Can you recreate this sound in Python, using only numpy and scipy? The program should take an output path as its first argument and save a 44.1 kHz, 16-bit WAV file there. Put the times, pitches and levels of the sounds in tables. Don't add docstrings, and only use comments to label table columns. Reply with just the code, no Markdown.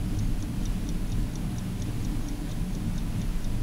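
import sys
import numpy as np
from scipy import signal
from scipy.fft import rfft, irfft, next_fast_len
from scipy.io import wavfile

SR = 44100
rng = np.random.default_rng(int(sys.argv[2]) if len(sys.argv) > 2 else 0)


def dump(signal):
    limited = np.clip(np.atleast_2d(signal).T, -1, 1)
    pcm = np.round(limited * 32767).astype(np.int16)
    wavfile.write(sys.argv[1], SR, pcm)


def how_loud(loudness_db):
    steps = np.asarray(loudness_db, float) / 20
    return 10 ** steps


N = 159642
TIME = np.arange(N) / SR


def level(x, db):
    return x * how_loud(db) / np.sqrt(np.mean(x ** 2))


def shaped(gain):
    size = next_fast_len(N)
    hz = np.arange(size // 2 + 1) * SR / size + .01
    return irfft(rfft(rng.standard_normal(size)) * gain(hz), size)[:N]


def resonance(hz, width_hz):
    return level(shaped(lambda f: 1 / (1 + (2 * (f - hz) / width_hz) ** 2)), 0)


def walk(rate_hz):
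    return level(shaped(lambda f: 1 / (1 + (f / rate_hz) ** 4)), 0)


def window(start, length, edge):
    return np.clip(np.minimum(TIME - start, start + length - TIME) / edge, 0, 1)


# (frequency [Hz], width [Hz], rms level [dB])
ROOM_MODES = [(20.5, 6.5, -34.5), (35.4, 17.6, -32.5), (63, 25, -43), (102.74, 13.4, -37.5),
              (119.8, 8.8, -41), (141.3, 7.9, -49.5), (157, 11.5, -43.5), (183.8, 24, -40),
              (225.5, 33, -43.5), (264.4, 24, -48.5), (290.7, 6.4, -54), (300.5, 16, -46.5),
              (410.7, 12.5, -61.5), (453.3, 11, -64.5)]
GROUP_EDGES = [50, 135, 240, 330]
# (time [s], lowest modes [dB], 100 Hz modes [dB], 200 Hz modes [dB], 300 Hz modes [dB])
TRAFFIC_SWELL = [(0, 2.5, -2, -0.5, -1), (.2, 1, 3, 2.5, 1.5), (.6, -2.5, 0, 0, -1),
                 (.78, -1, -1.5, 1.5, 0), (.92, 3, 0.5, 1.5, 3.5), (1.0, 0, -8, -1.5, -3.5),
                 (1.13, 0.5, 3.5, 1.5, 2.5), (1.45, -3, -1.5, 2.5, 0), (1.7, -3, 2.5, -1.5, -3.5),
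                 (1.82, 0, 0, -2.5, 0.5), (2.1, 1.5, 0, 0, 3), (2.4, -1, -8, -3, 3),
                 (2.75, -1.5, -1, 3, -4), (2.95, 1, -1.5, 0, -4), (3.17, -4.5, 0, 2.5, 0),
                 (3.35, 6, -4.5, -0.5, -3), (3.6, -2.5, 1.5, 1, 1)]


def room_modes():
    swell_db, swell_rate_hz = 0.5, 1.46
    traffic = np.array(TRAFFIC_SWELL).T
    out = np.zeros(N)
    for hz, width_hz, db in ROOM_MODES:
        group = 1 + np.searchsorted(GROUP_EDGES, hz)
        if group < len(traffic):
            swell = np.interp(TIME, traffic[0], traffic[group])
        else:
            swell = swell_db * walk(swell_rate_hz)
        out += how_loud(db + swell) * resonance(hz, width_hz)
    return out


# (frequency [Hz], width [Hz], rms level [dB])
DUCT_MODES = [(598, 22, -61.5), (729, 67, -61.5), (1002, 47, -65)]


def duct():
    return sum(how_loud(db) * resonance(hz, width_hz) for hz, width_hz, db in DUCT_MODES)


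# (frequency [Hz], width [Hz], rms level [dB])
AIR_BANDS = [(820, 680, -61), (1500, 810, -66), (2700, 1700, -63.5)]


def outdoor_air():
    patch_db, patch_rate_hz = 3, 3
    out = np.zeros(N)
    for hz, width_hz, db in AIR_BANDS:
        out += how_loud(db + patch_db * walk(patch_rate_hz)) * resonance(hz, width_hz)
    return out


# (frequency [Hz], density [dB per Hz])
HISS_SPECTRUM = [(200, -4.5), (340, -3.5), (520, -10.5), (1120, -16.5), (3000, -20), (7000, -25),
                 (11500, -28), (15700, -31)]


def hiss():
    hiss_db, flicker_db = -44.5, 0.45
    hz, db = np.array(HISS_SPECTRUM).T

    def gain(f):
        return how_loud(np.interp(np.log(f), np.log(hz), db)) * np.minimum(f / 150, 1)

    return level(shaped(gain), hiss_db) * how_loud(flicker_db * walk(6))


# (frequency [Hz], gain [dB])
WHINE_RESPONSE = [(10100, -2), (10450, -4), (10600, 0), (10780, 0), (10930, 2.5), (11050, 1), (11200, -7),
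                  (11500, -20)]


def whine():
    carrier_hz, flip_hz, flip_phase = 10649.15, 40.335, -.65
    whine_db, leak_db, wobble_db = -60.6, -19, .7
    hz, db = np.array(WHINE_RESPONSE).T
    out = how_loud(leak_db) * np.sqrt(2) * np.cos(2 * np.pi * carrier_hz * TIME)
    for k in range(-17, 18, 2):
        f = carrier_hz + k * flip_hz
        strength = how_loud(np.interp(f, hz, db)) * 2 * np.sqrt(2) / (np.pi * k)
        out = out + strength * np.sin(2 * np.pi * f * TIME + k * flip_phase)
    return how_loud(whine_db + wobble_db * walk(3.3)) * out


# (start [s], length [s], centre frequency [Hz], level [dB])
HAND_RUSTLES = [
    (2.41, 0.128, 3900, -58),
    (2.936, 0.042, 1500, -60),
    (3.19, 0.066, 3600, -60),
]


def rustles():
    out = np.zeros(N)
    for start, length, hz, db in HAND_RUSTLES:
        out += how_loud(db + 3 * walk(60)) * window(start, length, .02) * resonance(hz, hz / 2)
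    return out


# (start [s], length [s], frequency [Hz], level [dB])
PIVOT_SQUEAKS = [
    (.199, .088, 6505, -61),
    (2.211, .082, 6505, -60.5),
]


def squeaks():
    width_hz, edge_s, roughness = 200, .008, .35
    out = np.zeros(N)
    for start, length, hz, db in PIVOT_SQUEAKS:
        tone = np.sqrt(2) * np.sin(2 * np.pi * hz * TIME)
        rough = roughness * resonance(hz, width_hz)
        out += how_loud(db) * window(start, length, edge_s) * (rough + tone)
    return out


def ring(pitches, rings, side, t, luck):
    scatter_db, detune = 1.2, .004
    hz = np.array(pitches)[:, [side]]
    db = np.array(rings)[:, [side]]
    t60 = np.array(rings)[:, [2]]
    luck = luck[:len(hz)]
    tone = np.sin(2 * np.pi * hz * (1 + detune * luck[:, [0]]) * t)
    decay = np.exp(-np.log(1000) * t / t60)
    return np.sum(how_loud(db + scatter_db * luck[:, [1]]) * decay * tone, axis=0)


# (tick [Hz], tock [Hz])
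PLATE_PITCHES = [(5146, 5114), (5540, 5512), (5781, 5738), (5960, 5930), (6160, 6140), (9140, 9140),
                 (10300, 10350), (4328, 4306)]
TOP_PITCHES = [(6567, 6449), (6380, 6640)]
CASE_PITCHES = [(3682, 3574), (3330, 3294), (3060, 3080), (3540, 3720), (3880, 3900)]
# (tick [dB], tock [dB], t60 [s])
PLATE_DECAYS = [(-4.5, -10, 0.035), (-18, -9, 0.011), (2.5, 0.5, 0.022), (2, 7, 0.0091), (3, -11, .015),
                (-10, -17, .02), (-17, -8, 0.019), (-8, -9, 0.046)]
TOP_DECAYS = [(-4.5, -1, 0.02), (-8, -32, .015)]
CASE_DECAYS = [(0, -1.5, 0.02), (-12, -3.5, 0.011), (-16, -21, .02), (-8, -9, 0.023), (-16, -14, 0.016)]
# (lead [s], plate [dB], top plate [dB], case [dB])
TICK_BLOWS = [
    (-.0415, -13, -21, -18),
    (-.0205, -13, 1, -8),
    (-.017, -16, -18, -10),
    (.0008, 1.5, 4, 1),
    (.0037, -6, -12, -19),
    (.007, -30, -18, 5.5),
]
TOCK_BLOWS = [
    (-.0415, -21, -14, -16),
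    (-.021, -14, -5, -6),
    (-.017, -35, -12, -12),
    (.0008, 0.5, 3, 3),
    (.0033, -10, -19, -11),
    (.0115, -14, -22, -12),
]
# (drop [s], peak [dB], case ring [dB], top plate ring [dB], strongest plate mode [dB])
WATCH_BEATS = [(0.1885, -34, -18, -19, -14), (0.4239, -33, -11.5, -13.5, -15),
               (0.6539, -34.5, -13.5, -16, -10), (0.8889, -32, -9.5, -18, -7.5),
               (1.1184, -36.5, -10.5, -11, -13), (1.3548, -33.5, -12, -13, -8),
               (1.5828, -36, -15, -13, -11), (1.8198, -35, -8, -9, -9), (2.0477, -37, -15, -10, -10),
               (2.2852, -33.5, -14, -17, -10), (2.5132, -39, -13, -10, -15), (2.7496, -36, -14, -11.5, -14),
               (2.9781, -37, -11, -11, -11), (3.2151, -34, -11.5, -12.5, -15),
               (3.4436, -36, -13.5, -18, -12)]


def watch():
    watch_db, top_gain_db, case_gain_db, main_mode_db = -5.5, 13, 15, 12
    contact_s, case_rise_s = .0004, .0014
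    crack_db, crack_s = -17, .001
    out = np.zeros(N + SR)
    t = np.arange(SR // 16) / SR
    luck = rng.standard_normal((len(WATCH_BEATS), len(TICK_BLOWS), 3, 8, 2))
    band = signal.butter(2, (4500, 11000), "bandpass", fs=SR, output="sos")
    grit = signal.sosfilt(band, rng.standard_normal(N + SR))
    contact = 1 - np.exp(-t / contact_s)
    case_rise = 1 - np.exp(-t / case_rise_s)
    crack_decay = how_loud(crack_db) * np.exp(-t / crack_s)
    for i, (drop_s, db, case_db, top_db, main_db) in enumerate(WATCH_BEATS):
        side = i % 2
        plate_decays = np.array(PLATE_DECAYS, float)
        plate_decays[2, side] += main_mode_db + main_db
        blows = list((TICK_BLOWS, TOCK_BLOWS)[side])
        if i == 0:
            blows[4] = (.0056, 0, 0, blows[4][3])
        for (lead, plate, top, case), (plate_luck, top_luck, case_luck) in zip(blows, luck[i]):
            k = int((drop_s + lead) * SR)
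            crack = crack_decay * grit[k:k + len(t)]
            plate_ring = ring(PLATE_PITCHES, plate_decays, side, t, plate_luck)
            top_ring = ring(TOP_PITCHES, TOP_DECAYS, side, t, top_luck)
            case_ring = case_rise * ring(CASE_PITCHES, CASE_DECAYS, side, t, case_luck)
            blow = how_loud(plate) * (plate_ring + crack)
            blow = blow + how_loud(top_gain_db + top_db + top) * top_ring
            blow = blow + how_loud(case_gain_db + case_db + case) * case_ring
            out[k:k + len(t)] += how_loud(watch_db + db) * contact * blow
    return out[:N]


def scene():
    background = room_modes() + duct() + outdoor_air()
    electronics = hiss() + whine()
    return (background + electronics + rustles() + squeaks() + watch())[None]


def roll_off(x):
    return signal.sosfilt(signal.butter(12, 16400, fs=SR, output="sos"), x)


def record(dry):
    cutoff_hz = 15750
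    size = next_fast_len(N)
    passed = np.arange(size // 2 + 1) * SR / size < cutoff_hz
    mix = irfft(rfft(dry, size) * passed, size)[:, :N]
    return roll_off(mix)


dry = scene()
out = record(dry)
dump(out)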